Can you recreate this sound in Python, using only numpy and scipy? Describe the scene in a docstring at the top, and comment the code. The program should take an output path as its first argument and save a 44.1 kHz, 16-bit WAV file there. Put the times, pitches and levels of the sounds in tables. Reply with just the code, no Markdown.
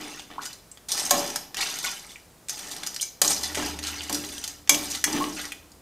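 """In a small kitchen, steel tongs fish boiled crayfish out of a big steel pot of broth.
Tongs and pot are sums of decaying modes struck by chattering contact; skids and clicks are noise bursts.
Crackling shells, squelching flesh and sloshing broth are swarms of tiny decaying tones under slow gains.
Bubbles and drips are gliding tones; the air in the pot and the stove under it are resonances driven by noise.
Echoes of the pot's walls and of the kitchen follow, over faint rumble and hiss."""
import sys
import numpy as np
from scipy import signal
from scipy.fft import rfft, irfft, next_fast_len
from scipy.io import wavfile
from scipy.ndimage import uniform_filter1d

SR = 44100
rng = np.random.default_rng(int(sys.argv[2]) if len(sys.argv) > 2 else 0)


def pcm_store(signal):
    """Save signal as 16-bit PCM."""
    levels = np.round(np.clip(np.atleast_2d(signal), -1, 1) * 32767)
    wavfile.write(sys.argv[1], SR, levels.astype(np.int16).T)


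N = 256220
TIME = np.arange(N) / SR
GRAIN_TIME = TIME[:4096]
SLOW_TIME = np.arange(0, N / SR, .001)  # gains are drawn in steps of 1 ms

# Tongs at work in the heap: start [t/s], rise [t/s], length [t/s],
# relative crackle of shells [level/dB], relative wet squelch [level/dB]
STROKES = [(0, 0.0017, 0.18, -41, -41.5), (.405, 0.014, 0.052, -39, -41), (.885, 0.026, 0.26, -28.5, -41),
           (1.11, .01, 0.25, -36, -44), (1.56, 0.029, 0.062, -29, -25.5), (1.66, 0.012, .13, -32, -37),
           (1.825, 0.021, 0.02, -23.5, -27.5), (1.92, 0.023, 0.21, -45, -47.5),
           (2.49, 0.012, 0.55, -37.5, -45.5), (3.22, 0.0099, 0.11, -23, -39.5),
           (3.43, 0.0076, 0.046, -33, -36), (3.55, 0.014, 0.13, -32, -34.5),
           (3.83, 0.014, 0.23, -36, -36.5), (4.1, 0.01, 0.4, -35.5, -41.5), (4.71, 0.018, 0.25, -32.5, -40),
           (5.06, 0.046, 0.31, -35.5, -56), (5.34, 0.032, 0.1, -36.5, -37)]
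# Broth pushed aside: start [t/s], rise [t/s], length [t/s],
# relative slosh [level/dB], relative boom of the air in the pot [level/dB]
SLOSHES = [(0, 0.0033, 0.018, -39.5, -42.5), (.3, 0.005, 0.01, -40.5, -52), (.93, 0.023, 0.14, -36.5, -72),
           (1.11, 0.015, 0.062, -25.5, -50), (1.56, 0.019, 0.033, -40.5, -60),
           (1.83, 0.012, 0.023, -44, -93), (2.5, 0.15, 0.34, -43.5, -61),
           (3.215, 0.0088, 0.034, -31.5, -45.5), (3.37, 0.034, 0.21, -41, -51.5),
           (3.565, 0.013, 0.048, -30, -37), (4.1, 0.0057, 0.042, -41.5, -34),
           (4.695, .025, 0.041, -31.5, -34), (5.05, 0.027, 0.044, -31, -38),
           (5.125, 0.019, 0.057, -29.5, -28.5)]
# Tongs dragged along the bottom of the pot: start [t/s], rise [t/s], length [t/s],
# stove top [level/dB], relative boom of the air in the pot [level/dB]
DRAGS = [(3.2, 0.45, 0.52, -44.5, -75), (3.55, .12, 0.32, -50, -46.5), (4.72, .12, 0.48, -54, -56)]
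# Clearest snaps of shell: onset [t/s], relative snap [level/dB], relative low part [level/dB]
CLICKS = [(.195, -25.5, 9), (0.434, -26, -10), (.5305, -27.5, -30), (0.7733, -33.5, 2), (1.277, -20.5, -9),
          (1.3014, -19.5, -7), (1.5448, -19.5, 1), (1.569, -18, -2), (2.106, -34, -25), (2.4854, -21, -7),
          (2.7647, -23.5, -3), (2.8337, -19, 1.5), (2.9442, -22, -26), (2.963, -17.5, -8),
          (3.789, -20.5, -2), (4.127, -13, -16), (4.2384, -24.5, 17), (4.3807, -21.5, -32),
          (4.4776, -17.5, -13), (4.675, -26, 4), (5.241, -18, 11), (5.4538, -23, -3), (5.718, -37, -29)]
# Drips and gulps of air: onset [t/s], relative peak [level/dB], first and last pitch [f/Hz], length [t/s]
PLOPS = [(0.381, -19, 940, 1240, 0.015), (0.391, -29.5, 1300, 1750, 0.013),
         (2.158, -28.5, 2660, 1870, 0.0047), (2.998, -23, 2870, 3530, 0.0064),
         (4.008, -16.5, 3030, 3230, 0.0014), (4.101, -29, 1090, 740, 0.013),
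         (5.198, -33.5, 786, 1000, .025), (5.206, -17, 1034, 1193, 0.043)]
# Tong tips skidding over steel and shell: onset [t/s], relative rasp [level/dB],
# relative low part [level/dB], nominal length [t/s]
SKIDS = [(0.454, -18, -4, 0.0067), (0.885, -18.5, -12, 0.016), (0.9165, -9.5, -43, 0.011),
         (0.97, -16.5, -7, 0.025), (0.996, -13, -9, 0.0086), (1.049, -17.5, -33, 0.021),
         (1.172, -17, -24, .029), (1.605, -18, -18, 0.032), (2.494, -14, -12, 0.0094),
         (2.707, -22, -21, 0.019), (2.863, -15, -8.5, 0.013), (3.01, -12.5, -30, 0.011),
         (3.298, -9.5, -9.5, 0.019), (3.43, -15.5, -14, .018), (3.546, -14, -1.5, 0.01),
         (3.824, -22, -1, 0.028), (3.864, -19, -3, 0.021), (4.141, -14, -13, .013),
         (4.4395, -14, -12, 0.0047), (4.902, -17, -24, 0.017), (4.9337, -18.5, -1.5, 0.024),
         (5.128, -12, -11, 0.004), (5.392, -21, 19, 0.0096)]
# Tongs striking the pot: onset [t/s], relative crack [level/dB], centre of the clack [f/Hz],
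# relative clack [level/dB], relative ring of the tongs [level/dB], relative ring of the pot [level/dB]
KNOCKS = [(0.715, -48, 7800, -33, -60, -69), (1.1085, -8.5, 810, -17, -25, -17.5),
          (1.3588, -19.5, 1440, -29, -35, -53), (3.027, -33.5, 6300, -16.5, -37, -72),
          (3.2165, -8, 670, -19, -46, -31), (3.278, -35, 6600, -10.5, -57, -60),
          (3.573, -39, 358, -20, -31.5, -51), (4.0957, -24, 1240, -32, -38, -36),
          (4.694, -6.5, 2340, -15, -13.5, -30), (4.745, -20, 2900, -19.5, -42, -61),
          (5.0407, -12.5, 1860, -15.5, -23.5, -59), (5.52, -32, 2370, -23.5, -48, -68)]
# Modes of the tongs ringing freely: pitch [f/Hz], relative height [level/dB], decay by 60 dB [t/s]
TONGS_MODES = [(1593, -6, .12), (2188, -3, .16), (2238, -2, .18), (2321, -3, .14), (2860, -6, .22),
               (3318, -1, .22), (3342, -4, .2), (5150, -6, .13), (5190, -3, .18), (5688, -5, .2),
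               (5895, -5, .18), (6362, -1, .22), (6520, -3, .26), (6980, -5, .17), (7390, -7, .15),
               (7880, -5, .17), (8445, -7, .17), (9055, -6, .14)]
# Modes of the filled pot: pitch [f/Hz], relative height [level/dB], decay by 60 dB [t/s]
POT_MODES = [(307, -27, 0.96), (572, 8, 0.45), (590, -11, 0.96), (672, 4, 0.35), (723, 9.5, 0.17),
             (942, -27, 0.6), (1078, 8.5, 0.27), (1753, 3, 0.16)]

# Spectrum of steel chattering on steel: [f/Hz], relative [level/dB]
CRACK = [(300, -26), (1000, 4.5), (2500, -4), (4200, 6.5), (6500, 9), (9000, 6.5), (10200, 0), (12000, 5),
         (15500, -12.5)]
# Spectrum of bright, hard shell: [f/Hz], relative [level/dB]
SHELL = [(800, -62), (2500, -28), (4000, -2.5), (6400, 2.5), (7800, -3), (8900, 0), (10200, -9.5),
         (12000, -7), (15500, -20.5)]
# Spectrum of wet flesh: [f/Hz], relative [level/dB]
SQUELCH = [(300, -12), (800, -6.5), (1500, 0), (2300, 0.5), (3300, 1.5), (4800, -6.5), (9000, -35)]
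# Spectrum weighting of the bubbling broth: [f/Hz], relative [level/dB]
SLOSH = [(80, -11), (250, 4), (480, -1), (680, 2), (1050, 0.5), (1450, -8), (3000, 17.5)]
# Spectrum of deep broth pushed aside: [f/Hz], relative [level/dB]
SURGE = [(80, -13), (190, 4), (400, 7), (700, -21)]
# Spectrum of the quiet room: [f/Hz], relative [level/dB]
QUIET = [(25, -24), (45, 2), (80, -4.5), (150, -2.5), (300, -7), (600, -9), (1300, -15.5), (3000, -21),
         (8000, -19.5), (15500, -25)]
# Side signal against mid signal: [f/Hz], [level/dB]
WIDTH = [(2500, -85), (5000, -22.5), (8000, -16), (14000, -11.5)]
# Reverberation of the kitchen: [f/Hz], decay by 60 dB [t/s]
KITCHEN = [(100, 1), (400, 0.37), (1500, 0.31), (5000, 0.44), (9000, 0.23), (15000, 0.65)]

QUIET_DB = -54  # rms of the part common to both channels
STIRRED_DB = -11  # bubbling that goes with any stroke, against its crackle
ROCKING_DB = -28  # every slosh shakes the stove top too, against its own level
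# bubbles below this pitch need a push that is deep enough to move the air in the pot
BIG_BUBBLE_HZ, DEPTH_POWER = 390, 0.17
STROKE_SAG_DB_PER_S, STROKE_FALL_DB_PER_S = 13.5, 136  # the shells give way, then settle
SLOSH_FALL_DB_PER_S, DRAG_FALL_DB_PER_S = 82, 19.5
EDGE_HZ = 15600  # upper band limit


def amp(db):
    """Level to amplitude: 20 dB is a factor of ten."""
    return 10 ** (np.asarray(db) / 20)


def evened(x):
    """Normalisation of the mean power: scales to rms 1."""
    return x / np.sqrt(np.mean(x ** 2) + 1e-20)


def steadied(x, size):
    """Running normalisation of power: holds the rms near 1 over stretches of size samples."""
    power = uniform_filter1d(uniform_filter1d(x ** 2, size), size)
    return x / np.sqrt(abs(power) + 1e-12)


def read(points, hz):
    """Linear interpolation of a table on a logarithmic frequency axis."""
    f, value = np.transpose(points)
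    return np.interp(np.log(hz + 1), np.log(f + 1), value)


def add(mix, s, sound):
    """Superposition: mixes a sound in at second s."""
    part = mix[round(s * SR):][:len(sound)]
    part += sound[:len(part)]


def colour(x, points):
    """Linear filtering: multiplies the spectrum by a curve in dB."""
    size = next_fast_len(len(x))
    gain = amp(read(points, np.fft.rfftfreq(size, 1 / SR)))
    return irfft(rfft(x, size) * gain, size)[:len(x)]


def hiss(points, size=4096):
    """Random noise shaped by a spectrum, of rms 1."""
    return evened(colour(rng.standard_normal(size), points))


def resonate(x, hz, width_hz):
    """A single resonance, its bandwidth set by its damping."""
    return signal.lfilter(*signal.iirpeak(hz, hz / width_hz, SR), x)


def burst(noise, envelope):
    """Noise under an envelope, with the energy of that envelope."""
    return evened(noise * envelope) * np.sqrt(np.mean(envelope ** 2))


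def ring(modes, damping=1, size=24000):
    """Modal decay from about rms 1; each point of contact weights the modes a little differently."""
    hz, db, t60 = np.transpose(modes)[:, :, None]
    t = TIME[:size]
    heights = amp(db + 1.5 * rng.standard_normal(hz.shape))
    decay = np.exp(-np.log(1000) * damping * t / t60)
    waves = decay * np.sin(2 * np.pi * (hz * t + rng.random(hz.shape)))
    onset = 1 - np.exp(-t / 0.00068)
    return (heights * waves).sum(0) / np.sqrt(np.sum(heights ** 2) / 2) * onset


def through(x, response):
    """Linear response: convolves with a response scaled to energy 1."""
    return signal.oaconvolve(x, response / np.linalg.norm(response))[:N]


def tail(t60s, delay_s):
    """Diffuse reverberation: dense random echoes, each band decaying exponentially at its own rate."""
    hz, t, z = signal.stft(rng.standard_normal(SR), SR, nperseg=256)
    decay = amp(-60 * t / read(t60s, hz)[:, None])
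    echoes = signal.istft(z * decay, SR, nperseg=256)[1]
    return np.append(np.zeros(round(delay_s * SR)), echoes)


def swell(start, rise, length, fall_db_per_s, sag_db_per_s=0):
    """A force rises linearly, sags exponentially if asked, and is released after its length."""
    t = np.maximum(SLOW_TIME - start, 0)
    fall_db = fall_db_per_s * np.maximum(t - length, 0)
    return np.minimum(t / rise, 1) * amp(-sag_db_per_s * t - fall_db)


def efforts(rows, *shape):
    """Incoherent sources add in power: sums the swells into one gain curve per level column."""
    swells = np.array([swell(start, rise, length, *shape) for start, rise, length, _, _ in rows])
    levels = np.array(rows)[:, -2:].T
    gains = np.sqrt(amp(levels) ** 2 @ swells ** 2)
    return np.array([np.interp(TIME, SLOW_TIME, gain) for gain in gains])


def background(side_db=-2):
    """Partial coherence: room rumble alike in both channels, and hiss in opposite phase between them."""
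    common = colour(rng.standard_normal(N), QUIET)
    own = colour(rng.standard_normal(N), QUIET)
    apart = colour(own, [(50, -20), (250, -16.5), (1500, -13.5)])
    return amp(QUIET_DB) / np.std(common) * (common + amp(side_db) * np.array([apart, -apart]))


def grains(lo_hz, hi_hz, per_s, cycles, spread_db, glide, clump_s, count=28):
    """A swarm of damped oscillators of unequal size, in clumps of one pitch; a positive glide rises."""
    out = np.zeros(N)
    for hz in np.geomspace(lo_hz, hi_hz, count) * rng.uniform(.95, 1.05, count):
        u = np.arange(0, 5, hz / cycles / SR)  # time in decay constants
        grain = np.exp(-u) * np.sin(2 * np.pi * cycles * (u + glide * u ** 2 / 2)) * hz
        draws = rng.random((int(per_s * N / SR / count), 5))
        sizes = amp(spread_db * np.minimum(-np.log(1 - draws[:, 0]), 4))
        # three grains of one size share a clump
        starts = (draws[:, 1:2] * N + draws[:, 2:] * clump_s * SR).astype(int)
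        train = np.bincount((starts % N).ravel(), np.repeat(sizes, starts.shape[1]), N)
        out += signal.oaconvolve(train, grain)[:N]
    return out


def snaps(per_s=220):
    """Random impulses: sharp ticks of thin legs and feelers, of rms 1."""
    sizes = amp(rng.uniform(-14, 0, N))
    return evened(sizes * (rng.random(N) < per_s / SR))


def crackling(snaps_db=-1):
    """Friction of dry shells: a swarm of short, high tones with ticks among them."""
    rubs = grains(2500, 15000, per_s=1100, cycles=3.5, spread_db=4.3, glide=0, clump_s=.01)
    return steadied(colour(evened(rubs) + amp(snaps_db) * snaps(), SHELL), size=2000)


def squelching():
    """Bubble resonance in the wet pockets between shells: slightly rising tones."""
    pockets = grains(756, 6250, per_s=800, cycles=6.8, spread_db=3.5, glide=0.0044, clump_s=.012)
    return steadied(colour(pockets, SQUELCH), size=2000)


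def sloshing(depth):
    """Bubble resonance in the broth: rising tones, of which the lowest need a deep push."""
    bubbles = grains(101.3, 1695, per_s=900, cycles=1.87, spread_db=0.5, glide=0.04, clump_s=.03)
    every = steadied(colour(bubbles, SLOSH), size=2000)
    big = signal.sosfiltfilt(signal.butter(3, BIG_BUBBLE_HZ, fs=SR, output="sos"), every)
    return every - (1 - depth) * big


def boom(hz, width_hz):
    """A narrow resonance kept going by irregular pushes, with rms near 1."""
    driven = resonate(rng.standard_normal(N), hz, width_hz)
    return steadied(resonate(driven, hz, 2 * width_hz), size=1500)


def booms(air, stove, air_db=-0.5, surge_db=-5):
    """Forced resonance: the shoved load moves deep broth, the air in the pot and the sheet-metal stove top."""
    hollow = amp(air_db) * boom(hz=294.5, width_hz=7.9) + amp(surge_db) * hiss(SURGE, size=N)
    return air * hollow + stove * boom(hz=76.5, width_hz=6)


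def shell_noise(low_db, own_db=-4):
    """Impact spectrum of bright shell and duller wet flesh, with one resonance that differs each time."""
    hz = rng.uniform(3000, 9000)
    own = evened(resonate(hiss(SHELL), hz, hz / 12))
    return hiss(SHELL) + amp(low_db) * hiss(SQUELCH) + amp(own_db) * own


def taps(shells, per_s=14, level_db=12, spread_db=8, low_db=-9, fall_s=0.0028):
    """Chance impacts of shell on shell, scaled by the stroke that causes them."""
    out = np.zeros(N)
    for when, size in rng.random((int(per_s * N / SR), 2)):
        at = int(when * N)
        tap = burst(shell_noise(low_db), np.exp(-GRAIN_TIME / fall_s))
        add(out, at / SR, shells[at] * amp(level_db - spread_db * size) * tap)
    return out


def clicks(level_db=-4, fall_s=0.0038):
    """Single impacts of shell against shell or tongs: noise that decays exponentially."""
    out = np.zeros(N)
    for s, db, low_db in CLICKS:
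        snap = burst(shell_noise(low_db), np.exp(-GRAIN_TIME / fall_s))
        add(out, s, amp(db + level_db) * snap)
    return out


def plops(level_db=2, damping=1.8):
    """Bubble resonance near the surface: a brief tone whose pitch glides up or down."""
    out = np.zeros(N)
    for s, db, first_hz, last_hz, length in PLOPS:
        u = np.linspace(0, 1, int(max(length, .002) * SR))  # at least 2 ms
        tone = np.sin(2 * np.pi * np.cumsum(first_hz + (last_hz - first_hz) * u) / SR)
        envelope = np.exp(-damping * u) * signal.windows.tukey(len(u), .3)
        add(out, s, amp(db + level_db) * tone * envelope)
    return out


def skids(level_db=-9.0, slip_s=0.0039, spread=2.41):
    """Stick-slip friction: a tip slips at irregular intervals and makes a short, rough rasp."""
    out, t = np.zeros(N), GRAIN_TIME
    for s, db, low_db, length in SKIDS:
        u = spread * t / max(length, .004)
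        slips = np.cumsum(rng.exponential(slip_s, size=200))
        since = t - np.append(0, slips)[np.searchsorted(slips, t)]  # time since the last slip
        rasp = .4 + 1.3 * np.exp(-since / .0011)
        add(out, s, amp(db + level_db) * burst(shell_noise(low_db) * rasp, u * np.exp(1 - u)))
    return out


def knocks(contact_s=0.0027, fall_s=0.0035, clack_s=0.0039, pressed_db=7, free_db=-2):
    """Impact of steel on steel: contact chatters, a dull clack decays, and the modes of both bodies ring."""
    out, t = np.zeros(N), GRAIN_TIME
    chatter = np.exp(-np.maximum(t - contact_s, 0) / fall_s)
    for s, crack_db, hz, clack_db, tongs_db, pot_db in KNOCKS:
        add(out, s, amp(crack_db) * burst(hiss(CRACK), chatter))
        thud = resonate(rng.standard_normal(len(t)), hz, min(.7 * hz, 600))
        clack = resonate(thud, hz, .7 * hz)
        add(out, s, amp(clack_db) * burst(clack, np.exp(-t / clack_s)))
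        # pressed against the pot the tongs lose most of their ring at once; a little rings on freely
        pressed = amp(pressed_db) * ring(TONGS_MODES, damping=4.6)
        clang = pressed + amp(free_db) * ring(TONGS_MODES)
        add(out, s, amp(tongs_db) * clang + amp(pot_db) * ring(POT_MODES))
    return out


def scene(tongs_db=-21, inside_db=-7, room_db=-7, inside_t60=0.053):
    """Excitation, sympathetic ringing of the tongs, and reflection by the pot's walls, then the kitchen."""
    shells, wet = efforts(STROKES, STROKE_FALL_DB_PER_S, STROKE_SAG_DB_PER_S)
    slosh, sloshed_air = efforts(SLOSHES, SLOSH_FALL_DB_PER_S)
    drag, dragged_air = efforts(DRAGS, DRAG_FALL_DB_PER_S)
    air = np.hypot(sloshed_air, dragged_air)
    stove = np.hypot(drag, amp(ROCKING_DB) * slosh)
    bubbling = np.hypot(slosh, amp(STIRRED_DB) * shells)
    depth = np.minimum(air / (bubbling + 1e-9), 1) ** DEPTH_POWER

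    crackle = amp(-2) * shells * crackling()
    broth = wet * squelching() + amp(-1) * bubbling * sloshing(depth)
    rubbed = crackle + taps(shells) + clicks() + skids()
    # light contacts reach mostly the high modes
    singing = through(rubbed, colour(ring(TONGS_MODES), SHELL))
    near = knocks() + rubbed + amp(tongs_db) * singing + broth + plops()
    near = near + amp(inside_db) * through(near, tail([(1000, inside_t60)], delay_s=0.001544))
    echoed = near + amp(room_db) * through(near, tail(KITCHEN, delay_s=.007))
    mid = amp(-3.0) * echoed + booms(air, stove)
    # two close microphone ports differ in phase in the treble
    quadrature = signal.hilbert(mid, next_fast_len(N))[:N].imag
    side = colour(quadrature, WIDTH)
    return np.array([mid + side, mid - side]) + background()


def record(dry):
    """Saturation and band limitation: clips at full scale, then removes what lies above EDGE_HZ."""
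    band = signal.firwin(201, EDGE_HZ, window=("kaiser", 8), fs=SR)
    return signal.oaconvolve(np.clip(dry, -1, 1), band[None], "same")


dry = scene()
out = record(dry)
pcm_store(out)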